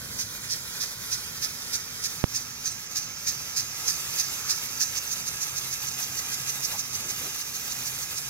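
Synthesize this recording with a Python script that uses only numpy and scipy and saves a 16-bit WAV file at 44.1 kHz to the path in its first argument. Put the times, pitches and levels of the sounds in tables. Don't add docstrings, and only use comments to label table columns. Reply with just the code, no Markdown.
import sys
import numpy as np
from scipy import signal
from scipy.fft import rfft, irfft
from scipy.io import wavfile
from scipy.ndimage import map_coordinates

SR = 44100
rng = np.random.default_rng(int(sys.argv[2]) if len(sys.argv) > 2 else 0)


def store_wav(level_fs):
    pcm = np.round(np.clip(np.atleast_2d(level_fs), -1, 1) * 32767)
    wavfile.write(sys.argv[1], SR, pcm.T.astype(np.int16))


N = 365588
T = np.arange(N) / SR
F = np.maximum(np.arange(N // 2 + 1) * SR / N, 1)

# start_s, length_s, relative level_db
FORWARD_BEATS = [(0.194, 0.031, -25), (0.502, 0.04, -26), (0.81, 0.031, -25), (1.117, 0.034, -24.3),
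                 (1.425, 0.028, -24), (1.733, 0.026, -23), (2.04, 0.027, -23.5), (2.348, 0.031, -24.5),
                 (2.657, 0.025, -25.5), (2.959, 0.027, -25), (3.272, 0.025, -21), (3.567, 0.038, -23),
                 (3.881, 0.024, -19.5), (4.187, 0.025, -20.5), (4.496, 0.026, -21), (4.807, 0.028, -20.5)]
# time_s, relative level_db
RETURN_BEATS = [(4.979, -25), (5.127, -24.5), (5.282, -26), (5.43, -24), (5.58, -26), (5.736, -26),
                (5.883, -28), (6.04, -29.5), (6.189, -26), (6.341, -26.5), (6.495, -25.5), (6.649, -25),
                (6.799, -25.5), (6.953, -26.5), (7.105, -26.5), (7.248, -34), (7.412, -28.5),
                (7.561, -30.5), (7.722, -27.5), (7.875, -27.5), (8.029, -31), (8.181, -27)]
# time_s, way round to its side (0-1), mean ground reflection lag_ms
VIEW = [(0, 0.06, 1.92), (1, 0, 2.1), (2, 0.35, 2.3), (3, 0.77, 2.34), (4.5, 0.61, 2.29),
        (5.2, 0.95, 2.327), (8.29, 0.73, 2.35)]


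def spurts(forward_db=-6.5, return_db=-4.5):
    # pitch_hz, level_db
    spurt_colour = [(400, -26), (1200, -34), (1700, -11.5), (2400, -13.5), (3400, -9), (4200, 1),
                    (5000, 2.5), (6200, 3.5), (7000, -3.5), (7800, -5.5), (9500, -5), (12500, -9.5),
                    (15500, -11.5)]
    # delay_s, rise_s, fall_s, level_db
    sheet_shape = [(0.068, 0.08, 0.023, -12)]
    # delay_s, rise_s, fall_s, level_db
    return_shape = [(-.006, 0.012, 0.0058, -2.5), (0.001, 0.0034, 0.0094, -0.5)]
    sheet = strokes([(start, db) for start, _, db in FORWARD_BEATS], sheet_shape)
    forward_power = undb(forward_db) ** 2 * (bites() + sheet)
    return_power = undb(return_db) ** 2 * strokes(RETURN_BEATS, return_shape)
    swell = np.sqrt(forward_power + return_power) * slaps()
    water = from_head(spurt_colour, swell, drop_rate=5800, drop_share=0.06, spread=0.2)
    return pocket(water)


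def bites(edge_db=1.2, attack_s=.007, release_s=0.011):
    power = np.zeros(N)
    for start, length, db in FORWARD_BEATS:
        near = slice(max(int((start - .1) * SR), 0), int((start + .2) * SR))
        t = T[near] - start
        depth_db = edge_db * (2 * np.sin(np.pi * np.clip(t / length, 0, 1)) - 1)
        outside = np.minimum(np.minimum(t / attack_s, (length - t) / release_s), 0)
        power[near] += undb(db + depth_db) ** 2 * np.exp(2 * outside)
    return power


def strokes(beats, shape, scatter=0.08):
    power = np.zeros(N)
    for start, db in beats:
        near = slice(max(int((start - .2) * SR), 0), int((start + .2) * SR))
        for delay, rise, fall, part_db in shape:
            t = T[near] - start - delay
            stretch = np.exp(scatter * rng.standard_normal())
            width = stretch * np.where(t < 0, rise, fall)
            power[near] += undb(db + part_db) ** 2 / stretch * np.exp(-(t / width) ** 2)
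    return power


def slaps(slap_hz=310, uneven=.3, ring_share=0.26, steady=0.86, size_db=0.64):
    phase = np.cumsum(slap_hz * np.exp(uneven * walk(rate=200))) / SR
    beating = steady + np.exp(-(phase % 1) / ring_share)
    beating = beating * undb(size_db * walk(rate=300))
    return beating / np.sqrt(np.mean(beating ** 2))


def pocket(water, hollow_hz=4950, width_hz=800, forward_gain=0.25, return_gain=-0.23, vary=0.072):
    turn_s = [FORWARD_BEATS[-1][0], RETURN_BEATS[0][0]]
    depth = np.interp(T, turn_s, [forward_gain, return_gain])
    return water + (depth + vary * walk(rate=9)) * resonate(water, hollow_hz, width_hz)


def knocks(db=-27, lead_s=0.0052, attack_s=0.0029, decay_s=0.0052, drum_db=-5, drum_s=0.044):
    # pitch_hz, width_hz, relative level_db
    knock_modes = [(1330, 150, -17), (1755, 100, 3.5), (1900, 220, -9), (2510, 340, 3)]
    push, t = np.zeros(N), T[:SR // 8]
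    hit_and_drum = np.exp(-t / decay_s) + undb(drum_db) * np.exp(-t / drum_s)
    blow = (1 - np.exp(-t / attack_s)) * hit_and_drum
    for beat_s, _, beat_db in FORWARD_BEATS:
        start = int((beat_s - lead_s) * SR)
        push[start:start + len(t)] += undb(beat_db) * blow
    push *= rng.standard_normal(N)
    ringing = np.zeros(N)
    for k, (hz, width, mode_db) in enumerate(knock_modes):
        gain = (-1) ** k * undb(mode_db) * np.sqrt(SR / (np.pi * width))
        ringing += gain * resonate(push, hz, width)
    return undb(db) * ringing


def nozzle(db, flutter_db=0.88):
    # pitch_hz, level_db
    nozzle_colour = [(300, -11.5), (700, -5.5), (1300, -3), (2000, -3.5), (3000, 2), (4000, -6), (5000, 4),
                     (6000, 4.5), (7200, -4.5), (10000, -17), (13000, -8.5), (15500, -13)]
    # delay_s, rise_s, fall_s, strength_db
    shield_shape = [(0.024, 0.029, 0.006, -8)]
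    shielded = np.clip(strokes([(start, 0) for start, _ in RETURN_BEATS], shield_shape), 0, 1)
    swell = undb(db + flutter_db * walk(rate=70)) * (1 - shielded)
    return undb(-0.5) * from_head(nozzle_colour, swell, drop_rate=1500, drop_share=0.21, spread=0.38)


def from_head(rows, swell, drop_rate, drop_share, spread, behind=0.94, beside=1.023, slant=1.11):
    # pitch_hz, width_hz, gain_db
    head_modes = [(1310, 170, 4), (1510, 140, -6), (1650, 70, 10), (1800, 130, -6), (6200, 70, 4),
                  (6320, 400, 1), (12576, 100, 4)]
    side = np.clip(curves(VIEW)[0], 0, 1)
    dark_gain = colour(rows, behind)
    bright_gain = colour(rows, beside) * bumps(head_modes)
    dark = spray(dark_gain, swell * np.sqrt(1 - side), drop_rate, drop_share, spread, slant)
    bright = spray(bright_gain, swell * np.sqrt(side), drop_rate, drop_share, spread)
    return dark + bright


def landing(db, surge_db=1.5, dog_enters_s=2.1, dog_entry_s=1.7, dog_share=0.72):
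    # pitch_hz, level_db
    lawn_colour = [(250, 4), (500, 2), (800, -0.5), (1100, 2), (1550, 7.5), (2100, 2.5), (2900, 5),
                   (4000, 10), (5200, 6), (7000, 4.5), (10000, 6), (13000, 5.5), (15500, 1.5)]
    # pitch_hz, level_db
    coat_colour = [(250, -6), (450, -8), (650, -3), (900, -4.5), (1300, -8), (1900, -5.5), (2500, 2),
                   (3200, 4), (5000, -0.5), (8000, 2.5), (10500, 2.3), (13000, 2.5), (15500, -4)]
    share = np.clip(dog_share, 0, 1) * np.clip((T - dog_enters_s) / dog_entry_s, 0, 1)
    swell = undb(db + surge_db * walk(rate=25))
    lawn = spray(colour(lawn_colour), swell * np.sqrt(1 - share),
                 drop_rate=1500, drop_share=0.14, spread=0.5, slant=1.15)
    coat = spray(colour(coat_colour), swell * np.sqrt(share), drop_rate=900, drop_share=0.23, spread=0.54)
    return undb(6.0) * lawn + undb(5.5) * coat


def spray(gain, swell, drop_rate, drop_share, spread, slant=1):
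    # pitch_hz, left_lead_radians, likeness (0-1)
    port_lags = [(100, 0.5, 0.86), (654, 0.6, 0.51), (1000, 0, 0.5), (1540, 1.29, 0.85), (2350, 1.2, 0.18),
                 (2700, 2.0, .2), (2950, 3, .99), (3350, 3.25, .99), (3700, 2.4, 0.05), (4750, 2.0, 0.72),
                 (6040, 2, 0.72), (7600, 2.8, 0.25), (8500, 3.1, .35), (10700, 5, 0.15), (13000, 7.2, 0.42),
                 (15500, 7.7, .3)]
    drops = (rng.random((3, N)) < drop_rate / SR) * rng.standard_normal((3, N))
    drops *= np.exp(spread * np.clip(rng.standard_normal((3, N)), -2, 2))
    share = np.clip(drop_share, 0, 1)
    mist = rng.standard_normal((3, N))
    water = np.sqrt(1 - share) * mist + np.sqrt(share) * drops / drops.std()
    direct, *scattered = rfft((water * swell).astype(np.float32))
    hz, lead, likeness = np.transpose(port_lags)
    hz = hz / slant
    alike = np.clip(np.interp(F, hz, likeness), 0, 1)
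    ports = np.array([direct, direct * np.exp(-1j * np.interp(F, hz, lead))])
    both = np.sqrt(alike) * ports + np.sqrt(1 - alike) * np.array(scattered)
    coloured = both * gain / np.sqrt(np.mean(gain ** 2))
    return irfft(coloured.astype(np.complex64), N)


def flutter(water, from_hz=2500, depth_db=1.7, band_hz=220, rate=24):
    hz, s, bands = signal.stft(water, SR, nperseg=512)
    place = np.array(np.meshgrid(hz / band_hz, s * rate, indexing="ij"))
    chance = map_coordinates(rng.standard_normal(bands.shape[1:]), place, order=3)
    gain = undb(depth_db * np.minimum(hz / from_hz, 1)[:, None] * chance)
    gain /= np.sqrt(np.mean(gain ** 2, axis=1, keepdims=True))
    return signal.istft(bands * gain, SR)[1][:, :N]


def ground(water, bounce=0.22, absorb_hz=3200, sway_ms=0.073):
    lag_ms = curves(VIEW)[1] + sway_ms * walk(rate=3.45)
    dull = irfft(rfft(water) / np.sqrt(1 + (F / absorb_hz) ** 2), N)
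    place = np.arange(N) - lag_ms * SR / 1000
    return water + bounce * np.array([map_coordinates(port, [place], order=3) for port in dull])


def sway(port, sway_ms=.008):
    place = (T + sway_ms / 1000 * walk(rate=6)) * SR
    return map_coordinates(port, [place], order=5)


def sloshes(splash_db=-1.5, bubble_db=-5.5, bubble_rate=220, cycles=5, glide=0.034):
    # middle_s, length_s, hollow pitch_hz, width_hz, level_db before the splash and bubble settings
    gurgles = [(3.83, .1, 860, 307, -53), (4.467, 0.18, 1330, 300, -46.5), (6.589, 0.062, 790, 297, -52),
               (6.738, 0.056, 820, 180, -43), (7.063, 0.1, 380, 220, -52), (7.248, 0.07, 390, 260, -47)]
    out, t = np.zeros(N), T[:SR // 10]
    for middle, length, hz, width, db in gurgles:
        count = max(int(length * bubble_rate), 1)
        bubbles = np.zeros(N)
        for k, (late, pitch, size) in enumerate(rng.random((count, 3))):
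            f = hz + width * (pitch - .5) / 2
            age = t * f / cycles
            start = int((middle + length * ((k + late) / count - .55)) * SR)
            rising = np.sin(2 * np.pi * f * t * (1 + glide * age / 2))
            bubbles[start:start + len(t)] += (.5 + size) * np.exp(-age) * rising
        fade = np.exp(-np.square(np.square((T - middle) / (.55 * length))))
        splash = resonate(rng.standard_normal(N), hz, width) * fade
        for part, part_db in (bubbles, bubble_db), (splash, splash_db):
            out += undb(db + part_db) * part * np.sqrt(length * SR / np.sum(part ** 2))
    return out


def port_drop(relax_hz=108, damping=0.56, rise_s=.00005):
    # time_s, relative height
    drop_steps = [(2.2388, 0.09), (2.2405, 0.93)]
    out, w = np.zeros(N), 2 * np.pi * relax_hz
    angle = np.arcsin(np.clip(damping, .1, .95))
    for start, height in drop_steps:
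        t = np.clip(T - start, 0, .1)
        swing = np.cos(w * np.cos(angle) * t + angle) / np.cos(angle)
        leak = np.exp(-w * np.sin(angle) * t) * swing
        out += 1.05 * height * (1 - np.exp(-t / rise_s)) * leak
    return out * np.array([[0], [1]])


def pings(attack_s=.005):
    # time_s, pitch_hz, width_hz, decay_s, level_db
    rings = [(2.712, 8250, 260, 0.011, -31)]
    out = np.zeros(N)
    for start, hz, width, decay, db in rings:
        ring = irfft(rfft(rng.standard_normal(N)) / (1 + (2 * (F - hz) / width) ** 2), N)
        t = np.maximum(T - start + attack_s, 0)
        out += undb(db) * ring / ring.std() * (1 - np.exp(-t / attack_s)) * np.exp(-t / decay)
    return out


def distance(side_db=-12, hum_swell=1.7, rumble_db=-51.5, swell_start_db=6, settle_s=0.47):
    # pitch_hz, level_db
    distant_colour = [(20, -13), (45, -6), (80, -1.5), (130, 1), (165, -1.5), (205, -5.5), (300, -13),
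                      (500, -14.5), (900, -27), (2000, -56)]
    mid, side = irfft(rfft(rng.standard_normal((2, N))) * colour(distant_colour), N)
    rumble = (mid + undb(side_db) * side * np.array([[1], [-1]])) / mid.std()
    swell_db = swell_start_db * np.exp(-T / settle_s)
    hum = tone(244, -65.5 + hum_swell * swell_db, waver_db=3.5, drift_hz=1.404)
    return rumble * undb(rumble_db + swell_db + 1.05 * walk(rate=20)) + drones() + hum


def drones(fade_s=0.24):
    # start_s, length_s, pitch_hz, level_db
    engines = [(2.25, 0.59, 119.3, -54), (3.35, 5.7, 133.1, -60), (5.503, 1.56, 132.1, -57.5)]
    out = np.zeros(N)
    for start, length, hz, db in engines:
        fade = np.clip(np.minimum(T - start, start + length - T) / fade_s + .5, 0, 1)
        out += fade * tone(hz, db, waver_db=2.5, drift_hz=2.43)
    return out


def tone(hz, db, waver_db, drift_hz):
    phase = 2 * np.pi * np.cumsum(hz + drift_hz * walk(rate=12)) / SR
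    return np.sqrt(2) * undb(db + waver_db * walk(rate=5)) * np.sin(phase)


def undb(db):
    return 10 ** (np.asarray(db) / 20)


def curves(rows):
    s, *columns = np.transpose(rows)
    return [np.interp(T, s, column) for column in columns]


def colour(rows, stretch=1):
    hz, db = np.transpose(rows)
    gain = undb(np.interp(np.log(F / stretch), np.log(hz), db))
    return gain * np.minimum(F / hz[0], 1) ** 2


def bumps(rows):
    return undb(sum(db * .5 ** ((2 * (F - hz) / width) ** 2) for hz, width, db in rows))


def resonate(x, hz, width):
    return signal.lfilter(*signal.iirpeak(hz, hz / width, fs=SR), x)


def walk(rate):
    steps = rng.standard_normal(N // 8)
    y = np.interp(T * rate, np.arange(len(steps)), steps)
    return y / y.std()


def scene():
    # time_s, level_db
    jet = [(0, -52), (0.8, -46), (2.0, -43.5), (3.0, -42), (3.8, -39), (4.8, -40), (6.6, -40), (7.3, -41),
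           (8.29, -42.5)]
    # time_s, level_db before the lawn and coat gains
    patter = [(0.0, -45), (2.1, -44.5), (2.55, -50.5), (3.16, -50), (3.3, -46.5), (3.68, -45.5),
              (3.86, -41), (4.35, -41.5), (4.62, -43), (6.56, -41.5), (7.3, -42.3), (8.29, -42)]
    # pitch_hz, width_hz, gain_db
    right_port = [(1300, 740, 5.5), (1990, 360, 5.5), (2436, 340, 4), (3430, 300, -3.5), (4930, 710, 2.5),
                  (6455, 2240, 9.5), (8420, 1240, -3.5), (9560, 900, 3.5), (11200, 890, -3.5),
                  (13040, 1600, 5.5)]
    jet_db, patter_db = curves(jet)[0], curves(patter)[0]
    water = flutter(spurts() + nozzle(jet_db) + landing(patter_db))
    left, right = ground(water + knocks())
    right = sway(irfft(rfft(right) * bumps(right_port), N))
    return np.array([left, right]) + sloshes() + pings() + distance() + port_drop()


def record(dry, threshold=0.28, ratio=1.3, recover_db_per_s=25, lag_s=0.0066, top_hz=15750):
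    peak = np.abs(dry).max(axis=0)
    over_db = np.maximum(20 * np.log10(peak / threshold + 1e-9), 0) * (1 - 1 / max(ratio, 1))
    recovery_db = recover_db_per_s * T
    duck_db = np.maximum.accumulate(over_db + recovery_db) - recovery_db
    held = dry * undb(-np.interp(T - lag_s, T, duck_db))
    return signal.sosfilt(signal.ellip(12, .1, 80, top_hz, fs=SR, output="sos"), held)


dry = scene()
out = record(dry)
store_wav(out)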